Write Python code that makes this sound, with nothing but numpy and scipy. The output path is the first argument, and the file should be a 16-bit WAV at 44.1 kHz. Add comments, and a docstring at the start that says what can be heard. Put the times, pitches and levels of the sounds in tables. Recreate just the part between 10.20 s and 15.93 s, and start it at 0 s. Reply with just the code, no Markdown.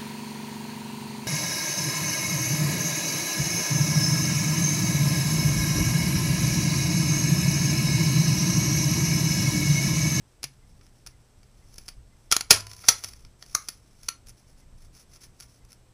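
"""Stapling a ring of can metal

A hand-held desk stapler is squeezed through a ring cut from an aluminium can, close by in a carpeted room.
Blows are noise bursts through body resonances, a soft touch then a seating; spring and case ring as dying sines.
The staple crumples in ever weaker snaps; the thin sheet ticks in pairs of contacts and slides as dense tiny slips.
Behind lie decaying-noise echoes, swaying rumble, hiss, steady tones and a faint whistle that comes and goes."""
import sys
import numpy as np
from scipy import signal
from scipy.fft import rfft, irfft
from scipy.io import wavfile

SR = 44100
rng = np.random.default_rng(int(sys.argv[2]) if len(sys.argv) > 2 else 0)


def wav_record(signal):
    """Record a signal, one row per channel, as 16-bit PCM in the file named by sys.argv[1]."""
    frames = np.transpose(np.atleast_2d(signal))
    bounded = np.clip(frames, -1, 1)
    # unit amplitude maps onto the largest positive 16-bit level
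    quanta = np.round(bounded * 32767).astype(np.int16)
    wavfile.write(sys.argv[1], SR, quanta)


N = 252869
TIME = np.arange(N) / SR
BLOW_TIME = TIME[:SR // 10]

# quickly damped resonances of the stapler over a flat click: f/Hz, width/Hz, boost/dB
STAPLER_BODY = [(1310, 340, 8), (2240, 350, 5.5), (3220, 290, 5), (4313, 760, 8), (5120, 1000, 7),
                (5790, 600, 8.5), (6600, 1000, 6.5), (8300, 810, -6), (10140, 3300, 8.5),
                (10500, 2400, 3.5), (13700, 1800, -4)]
# quickly damped resonances of the thin sheet over a flat click: f/Hz, width/Hz, boost/dB
SHEET_BODY = [(1340, 250, 6.5), (2300, 500, 5), (3640, 700, 0), (4590, 550, 8), (5340, 650, 11.5),
              (6090, 800, 8.5), (8000, 720, -4.5), (10210, 1400, 10), (11200, 600, 3.5), (12700, 1100, -5)]


def from_db(db):
    """Turn decibels into an amplitude factor."""
    return 10 ** (np.asarray(db) / 20)


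def rms_one(x):
    """Scale a signal to an rms of one."""
    return x / np.sqrt(np.mean(x ** 2) + 1e-20)


def at_hz(points, hz):
    """Read a table along a log-frequency axis."""
    table_hz, values = np.array(points).T
    return np.interp(np.log(np.maximum(hz, 1)), np.log(table_hz), values)


def add(track, s, sound):
    """Mix a sound in at time s."""
    start = round(s * SR)
    track[start:start + len(sound)] += sound[:N - start]


def drift(per_s):
    """Smooth random wandering with an rms of one, through per_s new values a second."""
    knots = rng.standard_normal(N // 20)
    return rms_one(np.interp(TIME * per_s, np.arange(len(knots)), knots))


def decay(t, t60):
    """Exponential fade that loses 60 dB in t60 seconds."""
    return np.exp(-np.log(1000) * t / t60)


def resonate(x, peaks):
    """Pass a sound through a chain of causal resonant peaks (f/Hz, width/Hz, boost/dB)."""
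    sections = []
    for hz, width, db in peaks:
        height = from_db(db / 2)
        half = np.tan(np.pi * width / SR)
        c = -2 * np.cos(2 * np.pi * hz / SR)
        zeros = [1 + half * height, c, 1 - half * height]
        poles = [1 + half / height, c, 1 - half / height]
        sections.append(np.array(zeros + poles) / poles[0])
    return signal.sosfilt(sections, x)


def mode(hz, db, t60):
    """One struck mode: a sine dying away from its peak level."""
    t = TIME[:SR]
    return from_db(db - 60 * t / t60) * np.sin(2 * np.pi * hz * t)


def contact(level_db, chatter_t60, peaks, snap):
    """A sharp first touch and a dying burst of micro-impacts excite the body."""
    fade = decay(BLOW_TIME, chatter_t60)
    force = rng.standard_normal(len(BLOW_TIME)) * fade
    force /= np.linalg.norm(force)
    force[0] += snap
    # partly even out the burst's spectrum, then fade it again
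    spectrum = rfft(force)
    force = irfft(spectrum / np.abs(spectrum) ** .6, len(force)) * fade ** .1
    sound = resonate(force, peaks)
    # the whole energy equals 3 ms at the given rms level
    return from_db(level_db) * sound / np.linalg.norm(sound) * np.sqrt(.003 * SR)


def background(whistle_db, whistle_s, sway_db):
    """Coloured noise, its rumble swaying, under steady sines and a regularly returning faint whistle."""
    # colour of rumble and hiss: f/Hz, relative density/dB per Hz
    noise_colour = [(12, -15.5), (22, -2), (45, -7.5), (75, -10.5), (125, -15), (170, -19), (400, -26.5),
                    (1000, -33), (2200, -39), (4000, -40.5), (8000, -43), (11000, -45.5), (14500, -48.5)]
    # mains hum and electronic whine: f/Hz, rms level/dB
    tones = [(120, -66.5), (7682, -79), (8317, -79)]
    noise_db = -55.5  # rms, before the rumble sways
    whistle_hz, whistle_first_s, whistle_every_s = 2052, .419, .499

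    colour = from_db(at_hz(noise_colour, np.arange(N // 2 + 1) * SR / N))
    noise = from_db(noise_db) * rms_one(irfft(rfft(rng.standard_normal(N)) * colour, N))
    rumble = signal.sosfiltfilt(signal.butter(2, 180, fs=SR, output="sos"), noise)
    hiss = noise - rumble
    out = hiss + rumble * from_db(sway_db * drift(15))
    for hz, db in tones:
        out += from_db(db) * np.sqrt(2) * np.sin(2 * np.pi * (hz * TIME + rng.random()))

    t = TIME[:round(whistle_s * SR)]
    whistle = signal.windows.tukey(len(t)) * np.sin(2 * np.pi * whistle_hz * t)
    for s in np.arange(whistle_first_s, N / SR - whistle_s, whistle_every_s):
        add(out, s, from_db(whistle_db) * whistle)
    return out


def room(x, build_s, wall_s, wall_db):
    """Scattered echoes build up, swell with the nearest walls and die band by band."""
    # decay time of the echoes: f/Hz, t60/s
    room_t60 = [(150, 0.36), (600, .24), (1400, 0.23), (3000, 0.21), (5500, 0.19), (10000, 0.21),
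                (15000, 0.097)]
    # colour of the echoes: f/Hz, level/dB
    room_colour = [(100, -5), (400, -2), (800, 1), (1400, 2.5), (3300, 1.5), (5500, -1.5), (10000, -2.5),
                   (14000, 5.5)]
    wall_spread_s = 0.0038

    t = TIME[:SR // 2]
    edges = np.geomspace(60, 17000, 15)
    white = rng.standard_normal((2, len(t)))  # neighbouring bands take turns with two noises
    echo = 0
    for k, (low, high) in enumerate(zip(edges, edges[1:])):
        hz = np.sqrt(low * high)
        band = signal.sosfilt(signal.butter(2, [low, high], "band", fs=SR, output="sos"), white[k % 2])
        echo = echo + band * from_db(at_hz(room_colour, hz)) * decay(t, at_hz(room_t60, hz))
    build_up = 1 - np.exp(-t / build_s)
    wall_swell = from_db(wall_db * np.exp(-((t - wall_s) / wall_spread_s) ** 2))
    echo = echo * build_up * wall_swell
    return signal.fftconvolve(x, echo / np.linalg.norm(echo))[:N]


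def friction(grip_db):
    """How hard the sheet rubs: faintly under the shifting grip, more in the jaws and in each stroke."""
    # rubbing while the sheet is fed into the jaws and worked free: t/s, level/dB
    drag = [(1.25, -84), (1.54, -66.5), (1.69, -58.5), (1.77, -96), (2.22, -73), (2.5, -56.5), (2.6, -55),
            (2.68, -40.5), (2.75, -53), (2.87, -48), (3.08, -74), (3.18, -81.5), (3.22, -58), (3.48, -53),
            (3.62, -75), (3.76, -76), (3.86, -51), (3.93, -88)]
    # fingers stroke the ring as they turn it: middle t/s, length/s, level/dB
    strokes = [(0.49, .08, -71), (0.642, 0.11, -69), (4.086, 0.054, -51.5), (4.2, 0.1, -65.5),
               (4.294, .07, -64.5), (4.392, 0.057, -62.5), (4.629, .13, -63), (4.783, .12, -55.5),
               (4.936, .1, -57), (5.038, 0.072, -53), (5.22, 0.07, -53.5), (5.322, 0.19, -64),
               (5.518, 0.069, -60)]

    grip = from_db(grip_db + 2.1 * drift(6.3))
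    pressure = grip + from_db(np.interp(TIME, *np.transpose(drag)))
    for middle, length, db in strokes:
        arch = np.cos(np.pi * np.clip((TIME - middle) / length, -.5, .5))
        pressure += from_db(db) * arch
    return pressure


def sheet_slides(pressure, slips_per_s, body_db, catch_db, catches_per_s):
    """Dense tiny slips excite the sheet, following the friction and catching unevenly."""
    slips = (rng.random(N) < slips_per_s / SR) * rng.standard_normal(N)
    slips = slips * from_db(catch_db * drift(catches_per_s))
    # fingertips damp the lower resonances and leave the upper ones singing
    touch = [(602.6, 3700, body_db), (2180, 300, 2), (4540, 700, -2.0),
             (6030, 700, 2.5), (10100, 900, 0), (14470, 1900, 3.5)]
    return pressure * rms_one(resonate(slips, SHEET_BODY + touch))


def rim():
    """Resonances of the sheet struck at a random point of its rim, which adds a pitch of its own."""
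    low_hz, high_hz, width_hz, boost_db = 4240, 6070, 230, 4
    return SHEET_BODY + [(rng.uniform(low_hz, high_hz), width_hz, boost_db)]


def sheet_grit(pressure, count):
    """The cut edge snags at random moments, as hard as it is being rubbed."""
    grit_db, spread_db = -1, 5  # relative to the friction
    out = np.zeros(N)
    for at in rng.integers(0, N, count):
        snag = contact(grit_db + spread_db * rng.uniform(-1, 1), 0.01, rim(), snap=0.34)
        add(out, at / SR, pressure[at] * snag)
    return out


def sheet_ticks():
    """The rim of the sheet catches on a jaw and lets go: two contacts in quick succession."""
    # t/s, lets go after/s, level/dB, chatter t60 before evening out/s, body boost/dB, edge boost/dB
    ticks = [ (0.611, 0.0018, -57, .02, 22, -2), (0.665, 0.0016, -57, .02, 5, -4),
             (0.864, 0.0066, -36.5, 0.028, 5, 5), (1.231, 0.00096, -58, 0.02, 16, 4),
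             (1.541, .001, -49, .012, -9, -2), (1.5819, 0.0017, -36, 0.015, -7.5, -4),
             (1.6615, .001, -55, .008, -7, 0), (1.6817, 0.0052, -33, .021, 1.5, 0.5),
             (2.468, 0.0013, -38, 0.0071, 13, 4.5), (2.514, 0.0009, -40.5, .018, 9, 4),
             (2.5328, 0.0012, -42, 0.016, -3, -3), (2.565, .001, -44.5, .025, -8, -4),
             (2.639, 0.0033, -41, .035, 13, -20), (2.8381, 0.0066, -26.5, 0.023, -0.5, 0),
             (2.885, 0.0039, -39.5, .03, -8, -1), (2.935, .001, -44, .008, 4, 3),
             (3.049, .001, -50, 0.017, 15, 1.5), (3.225, 0.00091, -40.5, 0.011, 11.5, 2),
             (3.2624, .001, -49.5, 0.009, -2, -4), (3.4857, 0.0032, -25.5, 0.014, -2.5, 2.5),
             (3.8318, .001, -45, .017, -3.5, 4), (4.086, 0.0076, -44, .012, -7, 5.5),
             (5.2013, 0.0058, -39, .016, -2, 2.5), (5.449, .001, -56, 0.014, -4, -1.5),
             (5.5199, 0.0096, -45.5, .007, -2.5, 1.5)]
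    catch_db = -1.5  # relative to the letting go
    out = np.zeros(N)
    for s, held_s, level_db, chatter_t60, body_db, edge_db in ticks:
        peaks = rim() + [(1500, 5400, body_db), (11000, 10000, edge_db)]
        add(out, s, contact(level_db + catch_db, chatter_t60, peaks, snap=0.34))
        add(out, s + held_s, contact(level_db, chatter_t60, peaks, snap=0.25))
    return out


def ringing():
    """Spring and hollow case sound on after some of the blows, each mode a dying sine."""
    # steel channel and spring ringing on after a jolt: f/Hz, level relative to the jolt/dB, t60/s
    spring_modes = [(76.5, -32.5, 0.23), (102, -37.5, 1), (205, -49.5, 0.3), (312, -46, 0.25),
                    (438, -16.5, .045), (517, -60, 0.43), (677, -52.5, 0.7), (1005, -50, 1),
                    (1373.5, -37, .3), (2400, -31.5, 0.15), (3380, -32, 0.2), (3930, -30.5, 0.15),
                    (4638, -38, .2)]
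    # jolts to the spring: t/s, level/dB
    jolts = [(2.307, 1.5), (2.6897, -15)]
    # hollow notes of the plastic case: t/s, f/Hz, level/dB, t60/s
    knocks = [(0.242, 136, -46.5, 0.5), (2.125, 1346, -20.5, 0.069), (2.688, 1311, -26.5, 0.16),
              (3.351, 1268, -36, .12), (3.888, 1354, -38.5, 0.16)]

    out = np.zeros(N)
    spring = sum(mode(hz, db, t60) for hz, db, t60 in spring_modes)
    for s, db in jolts:
        add(out, s, from_db(db) * spring)
    for s, hz, db, t60 in knocks:
        add(out, s, mode(hz, db, t60))
    return out


def staple(count):
    """The legs fold against the anvil in uneven, ever weaker snaps."""
    # the crumpling begins: t/s, first snap level/dB
    start_s, first_db = (2.318, -14.5)
    step_s, loss_db, chatter_t60_s = 0.0078, 2.5, .025  # step and loss from snap to snap
    out = np.zeros(N)
    for k in range(count):
        s = start_s + step_s * (k + rng.uniform(-.5, 0.24))
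        add(out, s, contact(first_db - k * loss_db, chatter_t60_s, STAPLER_BODY, snap=0.19))
    return out


def stapler(low_note_db, high_note_db):
    """Steel and plastic touch and seat; returns the direct sound and what goes into the room."""
    # blows: t/s, seats after/s, level/dB, chatter t60 before evening out/s, thud/dB, case/dB, clank/dB,
    # edge/dB (boosts), low note f/Hz, high note f/Hz, room send/dB
    clacks = [ (0.231, 0.0091, -23, 0.03, 6.5, -3, 4, 0, 2370, 5050, -14),
              (2.1149, .0085, -7.5, 0.026, -2, 4.5, 1.5, -.5, 3380, 5270, -10.5),
              (2.1652, 0.00095, -13.5, 0.012, 5.5, 7.5, 0.5, .5, 4070, 6700, -14.5),
              (2.2082, .001, -21, .015, -3, 0.5, 3, -2.5, 2329, 5010, -13.5),
              (2.307, .002, 2.5, 0.031, 5.5, 0, 1, -0.5, 2530, 4850, -11),
              (2.685, .0023, -1.5, .026, -3.5, -7.5, -7, -2.5, 2810, 5890, -10.5),
              (3.349, .0019, -12.5, 0.011, -9, 18.5, -6, 0.5, 2040, 6110, -11),
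              (3.8852, .0022, -19.5, 0.017, -2, 0.5, 5.5, 0.5, 4280, 6046, -12)]
    touch_db, touch_t60_s = -6.5, 0.018  # the first touch, relative to the blow
    lead_in_db, lead_in_rise_s = -24, 0.018  # peak relative to the blow, time to swell by 60 dB

    direct, spread = np.zeros(N), np.zeros(N)
    swell = decay(BLOW_TIME, lead_in_rise_s)[::-1]
    for (s, seat_s, level_db, chatter_t60, thud_db, case_db, clank_db, edge_db,
         low_hz, high_hz, room_db) in clacks:
        colour = [(343, 420, thud_db), (1216.6, 360, case_db),
                  (2570, 790, clank_db), (11000, 6000, edge_db)]
        # the point of contact favours two resonances of the steel
        notes = [(low_hz, 300, low_note_db), (high_hz, 450, high_note_db)]
        peaks = STAPLER_BODY + colour + notes
        # a brief noise swells into each blow
        lead_in = swell * rms_one(resonate(rng.standard_normal(len(swell)), peaks))
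        blow = np.zeros(N)
        add(blow, s - len(lead_in) / SR, from_db(level_db + lead_in_db) * lead_in)
        add(blow, s, contact(level_db + touch_db, touch_t60_s, peaks, snap=0.25))
        add(blow, s + seat_s, contact(level_db, chatter_t60, peaks, snap=0.18))
        direct += blow
        spread += from_db(room_db) * blow
    return direct, spread


def scene():
    """Stapler and sheet close by, with the room and its background behind them."""
    clacks, spread = stapler(low_note_db=5.5, high_note_db=6.5)
    pressure = friction(grip_db=-76.0)
    slides = sheet_slides(pressure, slips_per_s=6000, body_db=-2.5, catch_db=2.75, catches_per_s=130)
    small_sounds = staple(count=10) + sheet_ticks() + sheet_grit(pressure, count=150) + slides
    echoes = room(spread + from_db(-11.5) * small_sounds, build_s=.001, wall_s=0.014, wall_db=1.5)
    floor = background(whistle_db=-70, whistle_s=.033, sway_db=3.5)
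    return (clacks + ringing() + small_sounds + echoes + floor)[None]


def record(dry):
    """The input clips at full scale; then the microphone dulls the top and a steep low-pass cuts it."""
    # dull spots of the microphone: f/Hz, width/Hz, level/dB
    dull_spots = [(13000, 4500, -4), (14400, 2000, -3.5)]
    cutoff_hz = 15200
    clipped = np.clip(dry, -1, 1)
    coloured = resonate(clipped, dull_spots)
    return signal.sosfilt(signal.ellip(10, .2, 70, cutoff_hz, fs=SR, output="sos"), coloured)


dry = scene()
out = record(dry)
wav_record(out)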